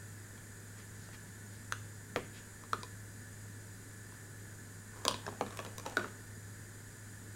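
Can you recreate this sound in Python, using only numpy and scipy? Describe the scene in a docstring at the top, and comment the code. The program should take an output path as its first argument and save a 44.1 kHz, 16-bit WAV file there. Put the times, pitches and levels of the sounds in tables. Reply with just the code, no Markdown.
"""A few single knocks of light plastic bowls sound on a high chair's plastic tray in a small room.
Then one bowl tips over, clatters, rolls on its rim and bumps into the other.
Each knock thuds the tray, rings the bowl and clicks its thin wall. Sleeves brush softly,
and an appliance hums behind a steady hiss. Both channels carry the same sound."""
import sys
import numpy as np
from scipy import signal
from scipy.fft import rfft, irfft
from scipy.io import wavfile

SR = 44100
rng = np.random.default_rng(int(sys.argv[2]) if len(sys.argv) > 2 else 0)


def store_pcm(level_fs):
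    """Save levels as 16-bit WAV."""
    pcm = np.round(np.clip(level_fs, -1, 1) * 32767).astype(np.int16)
    wavfile.write(sys.argv[1], SR, np.atleast_2d(pcm).T)


N = 324135
RING_TIME = np.arange(SR // 3) / SR  # time axis of one short sound, in seconds


def amp(db):
    """Turns decibels into a gain."""
    return 10 ** (np.asarray(db) / 20)


def unit_rms(x):
    """Scales a sound to an average power of one."""
    return x / np.sqrt(np.mean(x ** 2) + 1e-20)


def unit_energy(x):
    """Scales a sound to a total energy of one."""
    return x / np.sqrt(np.sum(x ** 2) + 1e-20)


def read(points, hz):
    """Looks up a table's value at any pitch, sliding between rows on an octave scale."""
    row_hz, value = np.transpose(points)
    return np.interp(np.log(hz + 1), np.log(row_hz), value)


def coloured(x, points):
    """Makes each pitch in a sound louder or softer, as a table says."""
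    gain = amp(read(points, np.fft.rfftfreq(len(x), 1 / SR)))
    return irfft(rfft(x) * gain, len(x))


def add(mix, start_s, sound):
    """Adds a sound to the mix at its start time."""
    part = mix[max(round(start_s * SR), 0):][:len(sound)]
    part += sound[:len(part)]


def drift(fastest_hz):
    """A slow random wander with an average power of one."""
    t = np.arange(N) / SR
    rates_hz = np.geomspace(fastest_hz / 10, fastest_hz, num=10)
    return unit_rms(sum(np.sin(2 * np.pi * (hz * t + rng.random())) / np.sqrt(hz) for hz in rates_hz))


def resonate(x, hz, width_hz):
    """Makes a sound ring at a moving pitch; a narrower width rings longer."""
    turn = np.exp(2j * np.pi * np.cumsum(hz) / SR)
    decay = np.exp(-np.pi * width_hz / SR)
    return 2 * (turn * signal.lfilter([1 - decay], [1, -decay], x / turn)).real


def mode(hz, fade_s):
    """One natural note of a struck object; it dies away by 60 dB in fade_s."""
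    return np.sin(2 * np.pi * hz * RING_TIME) * np.exp(-np.log(1000) * RING_TIME / fade_s)


def strike(notes, tilt_db, scatter_db, detune):
    """Rings an object's notes together; the spot struck and the grip vary their strength and pitch."""
    chance = rng.standard_normal((len(notes), 2))
    middle_hz = np.median([row[0] for row in notes])
    sound = 0
    for k, (hz, db, fade_s) in enumerate(notes):
        level_luck, pitch_luck = chance[k]
        gain = amp(db + tilt_db * np.log2(hz / middle_hz) + scatter_db * level_luck)
        sound += (-1) ** k * gain * mode(hz * (1 + detune * pitch_luck), fade_s)  # neighbours oppose
    return unit_energy(sound)


def room(x, gap_s=0.00096, build_s=0.0012):
    """The sound arrives directly, bounces off tray and wall, and leaves a short, fading tail."""
    # how long the tail takes to fall 60 dB: pitch_hz, fade_s
    tail_fades = [(150, 0.47), (500, 0.31), (1200, 0.3), (4000, 0.41), (8000, 0.28), (15000, 0.29)]
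    # how strong the tail is: pitch_hz, level_db
    tail_levels = [(150, 3.5), (500, -11), (1200, -10.5), (2300, -6), (3000, -5.5), (3900, -10.5),
                   (5000, -10.5), (8000, -9.5), (15000, -16)]
    # echoes off nearby surfaces: delay_s, gain
    echoes = [(.0021, 0.063), (.0074, 0.15), (.0093, -0.094), (0.0131, .11), (0.017, 0.044)]
    t = np.arange(SR // 2) / SR
    hz, frame_s, bands = signal.stft(rng.standard_normal(len(t)), SR, nperseg=256)
    fade_rate = np.log(1000) / read(tail_fades, hz)[:, None]
    bands = bands * np.exp(-fade_rate * frame_s) * np.sqrt(2 * fade_rate / SR)
    bands *= amp(read(tail_levels, hz))[:, None]
    build_up = np.clip((t - gap_s) / build_s, 0, 1)
    response = signal.istft(bands, SR, nperseg=256)[1][:len(t)] * build_up
    response[0] += 1  # the direct sound
    for delay_s, gain in echoes:
        add(response, delay_s, gain * np.array([.5, .5]))  # uneven surfaces dull the treble
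    return signal.fftconvolve(x, response)[:N]


def hiss(level_db=-53, ripple_db=2, ripple_hz=22):
    """Steady air noise; the room's standing waves make some pitches a little louder than others."""
    # the tone of the air noise: pitch_hz, relative_db
    air_colour = [(15, -3), (33, -2.5), (75, -0.5), (200, 1.5), (300, -5), (450, -7), (640, -15),
                  (1100, -16.5), (1700, -12), (2800, -24.5), (4000, -21.5), (5300, -23), (6000, -18.5),
                  (8000, -15.5), (11000, -19), (15500, -30.5)]
    # resonances that stand out of it: pitch_hz, width_hz, boost_db
    humps = [(1480, 73, 4.9), (1562, 13, 10.4), (1771, 153, 10.4), (4844, 96, 8.9), (6894, 83, 11),
             (7130, 146, 7.8), (8290, 180, 4)]
    hz = np.fft.rfftfreq(N, 1 / SR)
    humps_db = sum(db / (1 + (2 * (hz - centre) / width) ** 2) for centre, width, db in humps)
    heights = rng.standard_normal(size=4096)
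    ripple = np.interp(hz / ripple_hz, np.arange(len(heights)), heights) * np.minimum(hz / 1000, 1)
    colour_db = read(air_colour, hz) + humps_db + ripple_db * ripple
    return amp(level_db) * unit_rms(irfft(rfft(rng.standard_normal(N)) * amp(colour_db), N))


def hum(waver_db=1.5, waver_hz=0.42):
    """A distant appliance motor whose speed and level waver slightly."""
    # the motor's tones: pitch_hz, level_db
    tones = [(103.3, -53), (243, -73.5)]
    speed = 1 + waver_hz / tones[0][0] * drift(4)
    motor_time = np.cumsum(speed) / SR
    return sum(amp(db + waver_db * drift(5.1)) * np.sqrt(2) * np.sin(2 * np.pi * hz * motor_time)
               for hz, db in tones)


def brushes(grain=0.16, rub_db=11, rub_octaves=0.76):
    """Cloth and skin slide over plastic in short, grainy swells, each with its own rubbing pitch."""
    # soft strokes of hand and sleeve: start_s, length_s, level_db, rub_hz
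    strokes = [(0.747, 0.1, -60, 2000), (0.92, 0.23, -67, 4800), (1.11, 0.066, -56, 1900),
               (1.472, 0.15, -66.5, 4000), (2.311, 0.12, -57.5, 2680), (4.091, 0.094, -64, 1500)]
    # the tone all strokes share: pitch_hz, relative_db
    cloth_colour = [(200, -33), (1100, 4), (2000, 3), (3000, 0.5), (4700, 3), (6500, -2), (15000, -42)]
    out = np.zeros(N)
    hz = np.fft.rfftfreq(len(RING_TIME), 1 / SR)
    for start_s, length_s, level_db, rub_hz in strokes:
        slips = rng.standard_normal((2, len(RING_TIME)))[0]
        grainy = slips * np.exp(grain * slips)
        octaves_away = np.log2((hz + 1) / rub_hz)
        colour_db = read(cloth_colour, hz) + rub_db / (1 + (octaves_away / rub_octaves) ** 2)
        fibres = unit_rms(irfft(rfft(grainy) * amp(colour_db)))[:round(length_s * SR)]
        add(out, start_s, amp(level_db) * np.hanning(len(fibres)) * fibres)
    return out


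def rolling(bumps_per_s=520, spread_db=3, ring_db=-4, ring_width_hz=130, fade_s=0.072):
    """The rim meets the tray in tiny, uneven bumps that ring the bowl at a pitch that moves as it turns."""
    # the bowl rolling and settling on its rim: time_s, level_db, ring_hz
    path = [(4.9, -59.5, 1000), (4.984, -57.5, 1000), (5.13, -60, 1040), (5.31, -58, 750), (5.39, -61, 746),
            (5.464, -57, 1110), (5.53, -53, 1140), (5.62, -60, 1110), (5.70, -60.5, 580), (5.82, -65, 910),
            (5.86, -48.5, 850), (5.945, -57, 730), (5.99, -50, 1190), (6.05, -51.5, 1440),
            (6.12, -62, 1480), (6.3, -83, 1500)]
    # the tone of the rim on the tray: pitch_hz, relative_db
    scrape_colour = [(80, -22), (220, -8), (400, 10.5), (650, 4.5), (1150, 5.5), (2200, -3), (3700, -8),
                     (7000, -6.5), (15000, -31)]
    t = np.arange(N) / SR
    time_s, level_db, ring_hz = np.transpose(path)
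    sizes = amp(spread_db * np.minimum(rng.exponential(1, N), 3)) * rng.choice([-1, 1], N)
    bumps = sizes * (rng.random(N) < bumps_per_s / SR)
    scrape = coloured(bumps, scrape_colour)
    ring = resonate(scrape, np.interp(t, time_s, ring_hz), ring_width_hz)
    roll = unit_rms(unit_rms(scrape) + amp(ring_db) * unit_rms(ring))
    moving = np.clip(np.minimum(t - time_s[0], time_s[-1] - t) / fade_s, 0, 1)
    return roll * moving * amp(np.interp(t, time_s, level_db))


def hollow(hz, swell_s=0.01065, note_db=4, sag_s=0.063):
    """The hollow under the tray booms a little late; its note sinks as the load lifts."""
    # the tone of the tray's hollow underside: pitch_hz, relative_db
    air_colour = [(90, -36), (190, -37), (300, -2), (400, -16), (600, -28), (1000, -2.5), (3000, -36)]
    swell = (RING_TIME * np.exp(-RING_TIME / swell_s)) ** 2
    air = unit_energy(coloured(rng.standard_normal(len(RING_TIME)), air_colour) * swell)
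    turns = np.cumsum(hz * np.exp((swell_s - RING_TIME) / sag_s)) / SR
    note = unit_energy(np.sin(2 * np.pi * turns) * swell)
    return unit_energy(air + amp(note_db) * note)


def wall_click(tilt_db, spot_hz, snap_db=-4.0, snap_s=0.0013, spot_db=-3.5, spot_fade_s=0.013):
    """The thin wall's high notes, the note of the spot struck, and a snap of noise as the edges meet."""
    # the tone of the snap: pitch_hz, relative_db
    snap_colour = [(500, -35), (2500, 2), (6000, 6.5), (10000, -3), (16000, -16)]
    # natural notes of a bowl's thin wall: pitch_hz, relative_db, fade_s
    wall_notes = [(2480, -3, 0.0087), (3200, -7, 0.005), (3850, 1.5, 0.0082), (4130, 0.5, 0.0034),
                  (4920, -3.5, 0.0021), (5900, -1.5, 0.0067), (6370, 2, 0.0034), (7000, -1.5, 0.0042),
                  (9000, -8, 0.0035), (11200, -11, .003), (14100, -11, 0.0024)]
    noise = coloured(rng.standard_normal(len(RING_TIME)), snap_colour)
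    snap = unit_energy(noise * np.exp(-RING_TIME / snap_s))
    wall = strike(wall_notes, tilt_db, scatter_db=5.0, detune=0.03)
    spot = unit_energy(mode(spot_hz, spot_fade_s))  # stands out more when the contact is soft
    return unit_energy(wall + amp(spot_db - tilt_db / 2) * spot + amp(snap_db + tilt_db / 2) * snap)


def bowl_ring(hz, fade_s, overtones_db, flex_s=0.001):
    """The whole bowl flexes at a pitch set by how it is held; its higher notes die sooner."""
    # the bowl's higher notes: pitch_ratio, relative_db
    overtones = [(1.52, 12.5), (2.1, 6), (3.08, 7.5)]
    upper = sum((-1) ** k * amp(db) * mode(hz * ratio, fade_s / np.sqrt(ratio))
                for k, (ratio, db) in enumerate(overtones))
    flex = 1 - np.exp(-RING_TIME / flex_s)  # plastic gives way before it springs back
    return unit_energy(flex * (mode(hz, fade_s) - amp(overtones_db) * upper))


def contact(level_db, ring_hz, fade_s, tray_db, boom_hz, boom_db, click_db, click_hz, tilt_db):
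    """One knock thuds the tray, rings the bowl and clicks its wall."""
    # natural notes of the tray: pitch_hz, relative_db, fade_s
    tray_notes = [(135, -13, 0.065), (210.5, -7.5, 0.074), (265, -7, 0.06), (397, 4, 0.012),
                  (570, 5.5, 0.018), (595, 2.5, 0.031), (687, 3, 0.014)]
    # longer-lasting notes of the bowl's wide rim: pitch_hz, relative_db, fade_s
    rim_notes = [(890, -14, .2), (960, 13, 0.087), (1025, -15, 0.18), (1110, 5, 0.22), (1200, -7, 0.25),
                 (1635, 3, 0.22)]
    tray = strike(tray_notes, tilt_db=0, scatter_db=1.2, detune=.02)
    rim = strike(rim_notes, tilt_db=0, scatter_db=1.5, detune=.002)
    thud = unit_energy(tray + amp(boom_db) * hollow(boom_hz))
    # pressing on the tray brings out the bowl's higher notes
    ring = bowl_ring(ring_hz, fade_s, overtones_db=-19.5 + 2 * tray_db)
    click = wall_click(tilt_db, click_hz) + amp(-16) * rim  # sharp knocks set the free rim singing
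    return amp(level_db) * (ring + amp(tray_db) * thud + amp(click_db) * click)


def knocks():
    """The bowls hit the tray and each other: single knocks first, then a quick clatter."""
    # one row a knock: start_s, level_db, ring_hz, fade_s, tray_db, boom_hz, boom_db,
    # click_db, click_hz, tilt_db (per octave; higher makes the click brighter)
    blows = [ (0.378, -41, 1060, .017, -5, 420, -4, 4, 3350, -10),
             (1.088, -34, 890, 0.022, 5, 335, 1, -12, 3800, -2),
             (1.7232, -7, 1470, 0.0045, -18, 524, -6, -6.5, 4050, 1.5),
             (2.1608, -9, 1270, 0.0048, 5, 491, -0.5, -7, 3140, 2),
             (2.637, -27, 1070, .008, -6, 450, 5, -11, 3800, -1),
             (2.7320, -2.5, 1270, 0.0099, -11.5, 440, 0.5, -12.5, 4150, -1.5),
             (2.8325, -20.5, 1004, 0.033, -6, 480, 1, 0.5, 4800, -0.5),
             (4.1232, -32.5, 1010, 0.019, -9, 450, -11, -21, 3800, -4),
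             (5.0519, -11.5, 1074, 0.016, 2, 541, -6, 1, 6040, 6.5),
             (5.0644, -16, 1110, .02, -1, 507, -7, -18, 3000, -2),
             (5.081, -4, 1020, 0.012, -4, 585, -3, 3, 4900, 4),
             (5.1110, -13, 1070, 0.013, -4.5, 554, 0, -7, 5600, 11),
             (5.121, -25, 1050, .016, -9, 556, -2, 0, 4700, -1),
             (5.1429, -16.5, 990, 0.02, -3, 547, -4, -0.5, 3850, -12),
             (5.2653, -16.5, 1640, 0.016, -2.5, 423, 0, -6, 5370, -9),
             (5.2796, -14.5, 910, 0.004, -6.5, 417, -2, -19, 3800, -4),
             (5.2873, -19, 1020, .012, -1.5, 426, -6, -19, 3820, 1),
             (5.3260, -27, 790, .016, 2, 404, -4, -20, 3800, -4),
             (5.4103, -8, 784, 0.021, 2.5, 489, -5.5, -9.5, 2190, -4),
             (5.464, -24, 1144, .035, 3.5, 460, 1, -7, 3800, 5),
             (5.507, -33, 1120, .025, -2, 476, -2, 2.5, 3600, -4),
             (5.5727, -25.5, 1100, .012, -5, 523, -6, 3, 2900, 7),
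             (5.5908, -16, 1103, 0.03, 1.5, 615, -1, -4, 2550, -4),
             (5.6007, -21.5, 1130, .024, -6, 555, -2, -7, 3600, 6),
             (5.6493, -26.5, 905, .024, 5.5, 557, 0, 1.5, 3880, 18),
             (5.664, -28.5, 990, .02, 5, 540, -2, 2, 3040, -2),
             (5.7820, -24, 1070, .031, -1, 546, -4, 5, 4960, 5),
             (5.798, -26, 1130, .031, 0, 566, 1, 0.5, 6000, 7),
             (5.863, -17, 850, 0.018, 2.5, 577, -5, -3.5, 3030, 7),
             (5.898, -30, 755, .025, -3, 570, 0, 2.5, 6540, 11),
             (5.923, -31, 740, .025, 2, 560, -2, -4, 6400, 3),
             (5.9697, -1, 1472, 0.018, -6.5, 429, -5, -12, 3730, 2),
             (5.9790, -16.5, 1270, .017, -2, 330, -15, -25, 4000, -5),
             (5.9949, -19.5, 1190, .012, 3, 604, -1, -8, 3500, 2),
             (6.013, -19, 1460, 0.018, -11, 600, -4, -26, 3500, -5),
             (6.021, -25, 1480, 0.012, -10, 450, -2, -29, 3500, -10),
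             (6.029, -23, 1560, .015, -4, 450, -2, -22, 3500, -5),
             (6.0444, -14.5, 1320, 0.0062, -4, 433, 5, -24, 5900, -3),
             (6.059, -28, 1410, .018, -2, 418, 0, -22, 3500, -5)]
    out = np.zeros(N)
    for start_s, *blow in blows:
        add(out, start_s, contact(*blow))
    return out


def scene():
    """Bowls and sleeves in the room, over hiss and hum; the same on both channels."""
    mono = room(knocks() + rolling() + brushes()) + hiss() + hum()
    return np.array([mono, mono])


def record(dry, cutoff_hz=16400):
    """Cuts away the very highest treble."""
    low_pass = signal.firwin(255, cutoff_hz, window=("kaiser", 9), fs=SR)
    return signal.oaconvolve(dry, low_pass[None], "same")


dry = scene()
out = record(dry)
store_pcm(out)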